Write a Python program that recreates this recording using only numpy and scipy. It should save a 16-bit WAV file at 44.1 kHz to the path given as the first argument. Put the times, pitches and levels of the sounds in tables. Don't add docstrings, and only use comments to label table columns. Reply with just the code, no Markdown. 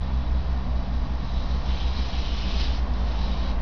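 import sys
import numpy as np
from scipy import signal
from scipy.fft import rfft, irfft
from scipy.io import wavfile
from scipy.ndimage import uniform_filter1d

SR = 44100
rng = np.random.default_rng(int(sys.argv[2]) if len(sys.argv) > 2 else 0)


def inscribe(sig):
    pcm = np.round(np.clip(np.atleast_2d(sig).T, -1, 1) * 32767)
    wavfile.write(sys.argv[1], SR, pcm.astype(np.int16))


def invert_db(x):
    u = np.asarray(x, float) / 20
    return 10 ** u


N = 159201
T = np.arange(N) / SR

# (time [s], fizz level [dB], dish whistle level [dB], commonest bubble pitch [Hz])
VIGOUR = [(0, -53, -66.5, 3980), (1.12, -52, -64.5, 3960), (1.33, -48.5, -50, 4000),
          (1.64, -47.5, -59.5, 4600), (1.69, -42.5, -59.5, 3320), (1.78, -41.5, -57, 3260),
          (1.92, -43.5, -56.5, 3880), (2.22, -39, -51, 2990), (2.32, -40.5, -60.5, 3710),
          (2.53, -39, -62, 3370), (2.615, -35, -57.5, 3850), (2.7, -40.5, -65.5, 3430),
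          (2.785, -45.5, -72, 4740), (2.82, -55, -68.5, 4060), (3.03, -48.5, -68.5, 3890),
          (3.22, -43.5, -56.5, 3790), (3.515, -48, -58.5, 3980), (3.55, -60.5, -69, 4010)]


def level(x, db):
    return x * invert_db(db) / np.sqrt(np.mean(x ** 2))


def curve(table, axis):
    return np.interp(T, np.array(table)[:, 0], np.array(table)[:, axis])


def colour(x, points):
    hz = np.arange(N // 2 + 1) * SR / N + 1
    point_hz, point_db = np.array(points, float).T
    gain_db = np.interp(np.log(hz), np.log(point_hz), point_db, left=-120, right=-120)
    return irfft(rfft(x) * invert_db(gain_db), N)


def ring(x, hz, width_hz):
    b, a = signal.iirpeak(hz, hz / max(width_hz, 1), fs=SR)
    return signal.lfilter(b, a, x)


def walk(rate_hz):
    hold = int(SR / rate_hz)
    steps = np.repeat(rng.standard_normal(N // hold + 1), hold)
    smooth = uniform_filter1d(uniform_filter1d(steps, hold), hold)
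    return 1.3 * smooth[:N]


def noise():
    return rng.standard_normal(N)


def bubbles():
    classes, bursts_per_s, cycles = 14, 9000, 2.6
    burst_spread_db, sputter_db = 1.3, 0.5
    favour_peak_db, favour_octaves = 5, 0.3
    common_hz = curve(VIGOUR, axis=3)
    shared_sputter = walk(14)
    swarm = 0
    for hz in np.geomspace(700, 7000, classes):
        chance = rng.random((2, N))
        struck = chance[0] < bursts_per_s / classes / SR
        bursts = struck * invert_db(-burst_spread_db * np.log(1 - chance[1]))
        grains = ring(ring(bursts, hz, hz / cycles), hz, hz / cycles)
        octaves_off = np.log2(hz / common_hz)
        favour_db = favour_peak_db * np.exp(-0.5 * (octaves_off / favour_octaves) ** 2)
        gain_db = favour_db + sputter_db * (shared_sputter + walk(11))
        swarm = swarm + invert_db(gain_db) * level(grains, 0) * np.sqrt(hz)
    return swarm


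def dish_rings(swarm):
    # (frequency [Hz], width [Hz], level [dB])
    modes = [(2160, 38, -7), (2360, 34, -6), (2620, 75, -6), (3040, 77, 0), (3270, 47, -3), (3490, 68, -2),
             (3880, 59, 0), (4120, 77, -3), (4340, 36, -4), (4540, 75, -6), (4970, 39, -6), (5170, 43, -6),
             (5850, 40, -12)]
    wander_db = 2.5
    rings = 0
    for hz, width_hz, db in modes:
        rings = rings + invert_db(db + wander_db * walk(3.6)) * ring(swarm, hz, width_hz)
    return level(rings, -7.5)


def spits():
    # (time [s], decay [s], level [dB])
    puffs = [
        (.495, .025, -49),
    ]
    hz, width_hz = 2300, 2200
    spray = level(ring(ring(noise(), hz, width_hz), hz, width_hz), 0)
    out = 0
    for start_s, decay_s, db in puffs:
        out = out + spray * invert_db(db) * (T > start_s) * np.exp(-np.abs(T - start_s) / decay_s)
    return out


def fizz():
    # (frequency [Hz], density [dB per Hz])
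    burst_colour = [(600, -15), (1200, -3), (2000, -3.5), (2700, -1), (3200, -1.5), (4200, -3.5),
                    (5400, -2.5), (7450, -12.5)]
    # (time [s], half length [s], gain [dB])
    surges = [
        (1.98, 0.022, 3),
        (2.385, .025, 1),
        (2.5, .02, 2.5),
        (2.62, 0.023, 2),
        (2.94, 0.0037, 5),
        (3.24, 0.012, 1),
        (3.5, .02, 3),
    ]
    swarm = level(colour(bubbles(), burst_colour), 0)
    surge_db = 0
    for centre_s, half_s, db in surges:
        surge_db = surge_db + db * np.exp(-0.5 * ((T - centre_s) / half_s) ** 2)
    body = level(swarm + dish_rings(swarm), 0) * invert_db(curve(VIGOUR, axis=1) + surge_db)
    whistle = level(ring(swarm, hz=3890, width_hz=130), 0) * invert_db(curve(VIGOUR, axis=2))
    return body + whistle + spits()


def room(x):
    t60_s, tail_db, wander_s = 0.25, -4, 0.45
    t = T[:SR // 4]
    wet = 0
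    for centre_s in np.arange(0, 4, wander_s):
        decay = 1000 ** (-t / t60_s) * (t > 0.002)
        tail = level(rng.standard_normal(len(t)) * decay, tail_db) / np.sqrt(len(t))
        here = np.cos(np.pi / 2 * np.clip((T - centre_s) / wander_s, -1, 1))
        wet = wet + signal.fftconvolve(x * here, tail)[:N]
    return level(x + wet, 0) * np.std(x)


def motors():
    # (time [s], firing frequency [Hz], level [dB])
    slowing = [(0.0, 57.1, -37.5), (0.4, 59.58, -30.6), (0.8, 59.49, -28.9), (1.2, 59.17, -29.7),
               (1.6, 59.11, -28.3), (2.01, 58.82, -31.0), (2.41, 58.05, -27.8), (2.81, 57.27, -24.9),
               (3.21, 56.64, -25.4), (3.61, 55.91, -27.0)]
    # (time [s], firing frequency [Hz], level [dB])
    quickening = [(0.0, 63.61, -27.9), (0.4, 64.62, -26.0), (0.8, 63.97, -31.5), (1.2, 64.51, -35.8),
                  (1.6, 64.67, -28.6), (2.01, 65.48, -30.2), (2.41, 65.4, -37.2), (2.81, 66.21, -31.9),
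                  (3.21, 67.55, -41.0), (3.61, 68.01, -34.4)]
    # (motor [0 slowing, 1 quickening], order [x firing], level [dB], fade [dB per s], smear [Hz])
    orders = [
        (1, 2, -39.5, -2.5, 1.1),
        (1, 2 / 3, -41, 1.5, 1.56),
        (0, 1 / 2, -49.5, 1.5, 2),
    ]
    phases, hum = [], 0
    for motor in (slowing, quickening):
        phase = 2 * np.pi * np.cumsum(curve(motor, axis=1)) / SR
        phases.append(phase)
        hum = hum + invert_db(curve(motor, axis=2)) * np.cos(phase)
    for motor, order, db, fade_db_per_s, smear_hz in orders:
        smear = 2 * np.pi * np.cumsum(smear_hz * walk(12)) / SR
        gain = invert_db(db + fade_db_per_s * T + 1.4 * walk(4))
        hum = hum + gain * np.cos(order * phases[round(motor)] + smear)
    return np.sqrt(2) * hum


def air_rush():
    # (frequency [Hz], density [dB per Hz])
    air_colour = [(250, -20.5), (330, -5.5), (400, -3), (700, 0), (1120, -2), (1270, -8.5), (2200, -15),
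                  (7300, -31)]
    swell_db, flicker_db = 0.3, 0.6
    swell = walk(2.3)
    rush = 0
    for hz in 350 * 2 ** np.arange(0, 4.6, 0.5):
        rush = rush + invert_db(swell_db * swell + flicker_db * walk(6.19)) * ring(noise(), hz, hz / 2)
    spectrum = rfft(rush)
    power = uniform_filter1d(np.abs(spectrum) ** 2, size=400)
    flat = irfft(spectrum / np.sqrt(power), N)
    return level(colour(flat, air_colour), -42)


def ventilation():
    # (frequency [Hz], density [dB per Hz])
    rumble_colour = [(14, -29), (25, 3), (48, -5.5), (72, -7.5), (115, -17.5), (150, -13.5), (220, -20),
                     (330, -28)]
    # (frequency [Hz], width [Hz], level [dB])
    duct_modes = [(192.2, 6.8, -43), (241.2, 8, -47), (274.4, 23, -59.5), (297.4, 22, -53.5),
                  (671, 2, -58.5), (719, 3.1, -65), (1830, 19, -61.5)]
    # (time [s], gain [dB])
    flow = [(0, 0.5), (1.2, 0), (1.6, 1), (2.0, 1), (2.4, 2), (2.85, 2), (3.2, 1.5), (3.61, 3)]
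    rumble = level(colour(noise(), rumble_colour), -31)
    ducts = sum(level(ring(noise(), hz, width_hz), db) for hz, width_hz, db in duct_modes)
    return rumble + (air_rush() + ducts) * invert_db(curve(flow, axis=1))


def scene():
    fade_in_s = 0.012
    mix = room(fizz()) + motors() + ventilation()
    return (mix * np.minimum(T / fade_in_s, 1))[None]


def top_cut(x):
    return signal.sosfilt(signal.butter(12, 11000, fs=SR, output="sos"), x)


def record(dry):
    top_hz, hiss_db, offset = 5830, -94, 0.0245
    low_pass = signal.butter(10, top_hz, fs=SR, output="sos")
    dull = signal.sosfilt(low_pass, dry) + level(noise(), hiss_db)
    return top_cut(dull + offset)


dry = scene()
out = record(dry)
inscribe(out)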